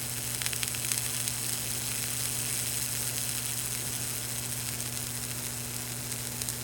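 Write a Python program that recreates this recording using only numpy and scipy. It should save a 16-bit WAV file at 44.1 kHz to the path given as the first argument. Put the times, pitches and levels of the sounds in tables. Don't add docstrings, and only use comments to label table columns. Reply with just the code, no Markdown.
import sys
import numpy as np
from scipy import signal
from scipy.fft import rfft, irfft, next_fast_len
from scipy.io import wavfile
from scipy.ndimage import map_coordinates

SR = 44100
rng = np.random.default_rng(int(sys.argv[2]) if len(sys.argv) > 2 else 0)


def wrap_up_sound(samples):
    columns = np.atleast_2d(samples).T
    tamed = np.clip(columns, -1, 1)
    steps = np.round(tamed * 32767).astype(np.int16)
    wavfile.write(sys.argv[1], SR, steps)


N = 292383
T = np.arange(N) / SR
FAST_HZ, SLOW_HZ = 143.96, 129.98
BEAT_HZ = FAST_HZ - SLOW_HZ

# t/s, relative level/dB
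BURN_LEVEL = [(0.0, -37), (1.18, -35), (2.07, -35), (2.49, -34), (4.04, -36), (5.37, -38.5), (6.63, -39.5)]
# t/s, position (0 first place, 1 second place)
MIC_SHIFT = [(0, 0.11), (3.6, 0.11), (4.5, 0.4), (5.2, 0.94), (6.63, 0.98)]
# f/Hz, width/Hz, level/dB
METAL_RINGS = [(2600, 71, 2.5), (4067, 104, 2.5), (5200, 170, 1), (6980, 78, 4.5), (8960, 65, 2.5),
               (10700, 170, 1), (12870, 110, 6.5), (15350, 130, 3), (16500, 170, -11)]
# f/Hz, level/dB
BURST_EDGE = [(300, -39), (1500, 1), (4000, 0.5), (6500, 1.5), (9000, 1.5), (11500, 0.5), (13500, -9),
              (17000, -12)]


def amp(db):
    return 10 ** (np.asarray(db) / 20)


def unit(x):
    return x / np.sqrt(np.mean(x ** 2) + 1e-20)


def along(points, hz):
    f, values = np.transpose(points)
    return np.interp(np.log(hz + 1), np.log(f + 1), values)


def bumps(rows, hz):
    return sum(db * np.exp(-((hz - centre) / width) ** 2) for centre, width, db in rows)


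def curve(rows):
    return np.interp(T, *np.transpose(rows))


def wobble(rate):
    return map_coordinates(rng.standard_normal(int(N * rate / SR) + 4), [T * rate])


def coloured(x, gain):
    size = next_fast_len(N + SR // 4)
    return irfft(rfft(x, size) * gain(np.fft.rfftfreq(size, 1 / SR)), size)[:N]


def tone(hz, db, drift, sway=0):
    phase = 2 * np.pi * (hz * T + rng.random()) + drift * wobble(3.96) + sway
    return np.sqrt(2) * amp(db) * np.sin(phase)


def lobe(hz, at, sharp):
    return np.exp(sharp * (np.cos(2 * np.pi * (hz * T - at)) - 1))


def burn_gain(level_db, follow):
    burn_db = curve(BURN_LEVEL)
    return amp(level_db + follow * (burn_db - burn_db.mean()))


def workshop(x):
    # f/Hz, t60/s
    decay_times = [(200, 0.79), (2000, 0.073), (12000, 0.052)]
    hz, t, noise = signal.stft(rng.standard_normal(SR // 2), SR, nperseg=256)
    decay = amp(-60 * t / along(decay_times, hz)[:, None])
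    tail = signal.istft(noise * decay, SR, nperseg=256)[1]
    return signal.fftconvolve(x, np.pad(tail / np.linalg.norm(tail), (SR // 250, 0)))[:N]


def power_supply(air_db, mains_hz=59.97, hum_rise_db=2.5):
    # multiple of the mains, level/dB with the microphone midway
    hum_partials = [(1, -62.5), (2, -43.5), (4, -50.5), (5, -77.5), (6, -66.5), (8, -74), (10, -65),
                    (14, -78)]
    # f/Hz, level/dB
    motor_tones = [(45, -64), (71.8, -59), (90, -66), (133.2, -56), (169.4, -74), (177.6, -66)]
    # f/Hz, level/dB
    fan_air = [(18, -30), (30, -15), (48, 1), (75, 0), (115, 2), (200, -3), (280, -3.5), (430, -0.5),
               (530, -5.5), (850, -8), (2000, -11.5), (5000, -15.5), (16000, -13.5)]
    rise_db = hum_rise_db * (curve(MIC_SHIFT) - .5)
    hum = sum(tone(k * mains_hz, db + (k > 2) * rise_db, drift=.05) for k, db in hum_partials)
    motors = sum(tone(hz, db, drift=0.62) for hz, db in motor_tones)
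    air = unit(coloured(rng.standard_normal(N), lambda hz: amp(along(fan_air, hz))))
    return hum + motors + amp(air_db + 0.48 * wobble(5.5)) * air


def air_jet(level_db, follow):
    # f/Hz, level/dB
    stream = [(500, -11), (2500, -9), (5000, -1), (8500, 6), (12000, -5.5), (14500, -5), (16500, -1)]
    hiss = coloured(rng.standard_normal(N), lambda hz: amp(along(stream, hz) + bumps(METAL_RINGS, hz)))
    return burn_gain(level_db, follow) * unit(hiss)


def scanner(sway, buzz_db):
    # multiple of the fast sweep, relative level/dB
    buzz_partials = [(2, -66), (4, -66), (5, -63), (6, -64), (7, -69), (9, -71), (10, -62.5), (11, -62.5),
                     (12, -65), (14, -65.5), (15, -65.5), (16, -65.5), (17, -72), (18, -65.5), (19, -64.5),
                     (22, -68)]
    # multiple of its sweep, relative level/dB
    whine_partials = [(61, -60), (62, -60), (63, -61), (64, -61)]
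    beat = np.sin(2 * np.pi * BEAT_HZ * T)
    buzz = sum(tone(k * FAST_HZ, db, drift=0.24, sway=sway * k * beat) for k, db in buzz_partials)
    whine = sum(tone(k * SLOW_HZ, db, drift=.5, sway=1.6 * wobble(45)) for k, db in whine_partials)
    effort = unit(amp(curve(BURN_LEVEL)))
    return amp(buzz_db) * np.sqrt(effort) * buzz + effort * whine


def path(spectrum, notches, source, size=1024):
    hz = np.fft.rfftfreq(size, 1 / SR)
    level_db = along(spectrum, hz) + bumps(notches, hz) + bumps(METAL_RINGS, hz) + along(source, hz)
    cepstrum = irfft(np.log(amp(level_db)))
    cepstrum[1:size // 2] *= 2
    cepstrum[size // 2 + 1:] = 0
    response = irfft(np.exp(rfft(cepstrum)))
    return response / np.linalg.norm(response)


def at_microphone(pulses, source):
    # f/Hz, level/dB
    first_spectrum = [(500, -21.5), (1300, -12), (2500, -9.5), (5000, -5.7), (7000, -5), (8500, 1),
                      (11000, -2), (13000, -5), (16500, -1.5)]
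    second_spectrum = [(500, -13), (1300, -9.5), (2500, -7), (5000, -4.5), (7000, -3.5), (8500, 0),
                       (11000, -0.4), (13000, 3.5), (16500, -4)]
    # f/Hz, width/Hz, level/dB
    first_notches = [(3686, 210, -7), (4490, 350, -5), (5750, 114, -11), (7250, 174, -25),
                     (9520, 210, -12.5), (12500, 190, -9), (13830, 100, -7), (14610, 310, -12)]
    second_notches = [(3370, 950, -3), (4520, 210, -6.5), (5810, 72, -27), (7250, 130, -9),
                      (10070, 280, -10.5), (12300, 760, -11), (13700, 280, -4.5), (14930, 320, -9)]
    first = signal.fftconvolve(pulses, path(first_spectrum, first_notches, source))[:N]
    second = signal.fftconvolve(pulses, path(second_spectrum, second_notches, source))[:N]
    shift = curve(MIC_SHIFT)
    return (1 - shift) * first + shift * second


def rocking():
    return np.cos(2 * np.pi * (BEAT_HZ * T - .2))


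def absorbed_power():
    # t/s, share of the power (the sign picks the diagonal)
    lean = [(0, -0.18), (2.8, -0.14), (3.5, 0.15), (5.3, .35), (6, -0.26)]
    dirty_side = lobe(SLOW_HZ, at=.74, sharp=1.1)
    leading_edge = lobe(FAST_HZ, at=0.94, sharp=3.2) * (.12 + dirty_side)
    far_edge = .75 * lobe(FAST_HZ, at=.44, sharp=13) * dirty_side ** 2
    grazes = lobe(FAST_HZ, at=.12, sharp=10) + lobe(FAST_HZ, at=.79, sharp=6.7)
    corners = .3 * lobe(SLOW_HZ, at=.27, sharp=7) * grazes
    diagonal = lobe(2 * BEAT_HZ, at=.83, sharp=.25)
    power = (.03 + leading_edge + far_edge + corners) * diagonal
    patches = amp(wobble(22))
    return power / power.mean() * patches * (1 + curve(lean) * rocking())


def crackle(power, per_second, range_db, level_db, follow):
    chance, size = rng.random((2, N))
    pops = (chance < power * per_second / SR) * amp(-range_db * np.sqrt(size))
    return burn_gain(level_db, follow) * unit(at_microphone(pops, BURST_EDGE))


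def spitting(power, per_second, surge_db, level_db, follow):
    # f/Hz, level/dB
    pop_spectrum = [(300, -37.5), (900, 0.5), (1600, 2), (2600, 5), (4000, 4.5), (6000, -0.5), (9000, -11),
                    (16000, -11)]
    popping = rng.random(N) < power * per_second / SR
    pops = popping * rng.standard_normal(N) * amp(surge_db * wobble(40))
    return burn_gain(level_db, follow) * unit(at_microphone(pops, pop_spectrum))


def lesser_flakes(power, per_second=5, edge_db=-20.5, body_db=-37.5, scatter_db=2):
    chance, size = rng.random(N), rng.standard_normal(N)
    at = np.flatnonzero(chance < power * per_second / SR)
    burn_db = curve(BURN_LEVEL)
    size_db = burn_db[at] - burn_db.mean() + scatter_db * size[at]
    return list(zip(T[at], edge_db + size_db, body_db + size_db))


def snaps(power, edge_db, body_db, spray_db, spray_t60=0.0095, delay_s=.0013, body_lag_s=.0001):
    # t/s, relative level/dB of the bright edge, the same of the low body
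    loud_flakes = [(0.3471, -12, -34), (0.4165, -13, -24.5), (0.4625, -10, -24), (0.5314, -18, -26),
                   (0.5617, -12, -38), (0.6312, -11, -23.5), (0.6779, -11, -31), (0.7468, -23, -28.5),
                   (0.847, -17, -29), (0.9164, -7.5, -26), (0.9775, -7.5, -29), (1.0625, -14, -31),
                   (1.201, -16, -31.5), (1.2776, -8, -29), (1.493, -12.5, -34), (1.5319, -11.5, -36),
                   (1.9159, -16, -32), (2.039, -20, -29.5), (2.2546, -13.5, -30.5), (3.2919, -12, -32.5),
                   (4.6884, -15, -32), (4.804, -14, -37), (4.9732, -15.5, -35), (5.068, -18, -36.5),
                   (5.3131, -21, -36), (5.4667, -19, -35.5), (5.7636, -14.5, -44), (6.1175, -13, -43),
                   (6.124, -17, -34), (6.2707, -14.5, -37), (6.417, -10.5, -32), (6.4866, -10.5, -39),
                   (6.5007, -14, -40)]
    # f/Hz, level/dB
    burst_body = [(200, -13), (700, -2), (1300, 3.5), (2300, 7), (3500, 6), (5500, -7.5), (10000, -25.5)]
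    edge, body = np.zeros((2, N + SR))
    t = np.arange(SR // 50) / SR
    for onset, bright_db, low_db in list(loud_flakes) + lesser_flakes(power):
        spray = amp(spray_db - 60 * t / spray_t60) * rng.standard_normal(len(t))
        burst = (t == 0) + spray
        start = round((onset + delay_s) * SR)
        edge[start:][:len(t)] += amp(bright_db + edge_db) * burst
        body[start + round(body_lag_s * SR):][:len(t)] += amp(low_db + body_db) * burst
    return at_microphone(edge[:N], BURST_EDGE) + at_microphone(body[:N], burst_body)


def sizzle(power, grain_db, flicker_db, level_db, follow):
    # f/Hz, level/dB
    puff_spectrum = [(1000, -3), (3000, -5.5), (6500, 1.5), (11000, 0.5), (13000, -4), (17000, -3)]
    # f/Hz, share of the amplitude
    band_swell = [(9000, -0.059), (10200, 0.068), (11600, 0.22), (12600, -0.17), (16500, -.1)]
    puffs = rng.standard_normal(N) * amp(grain_db * wobble(2500) + flicker_db * wobble(170))
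    hiss = unit(at_microphone(puffs * np.sqrt(power), puff_spectrum))
    flutter = rocking() * coloured(hiss, lambda hz: along(band_swell, hz))
    return burn_gain(level_db, follow) * (hiss + flutter)


def scene():
    power = absorbed_power()
    work = sizzle(power, grain_db=2.5, flicker_db=1.5, level_db=-36.5, follow=1.44)
    work += crackle(power, per_second=240, range_db=19, level_db=-47.5, follow=.9)
    work += spitting(power, per_second=1700, surge_db=1.03, level_db=-42.5, follow=1.34)
    work += snaps(power, edge_db=6.5, body_db=21.5, spray_db=-25)
    head = scanner(sway=0.063, buzz_db=0.7) + air_jet(level_db=-44.0, follow=0.55)
    return (work + amp(-14.5) * workshop(work) + head + power_supply(air_db=-43.5))[None]


def record(dry, top_hz=17250):
    return coloured(dry[0], lambda hz: hz < top_hz)[None]


dry = scene()
out = record(dry)
wrap_up_sound(out)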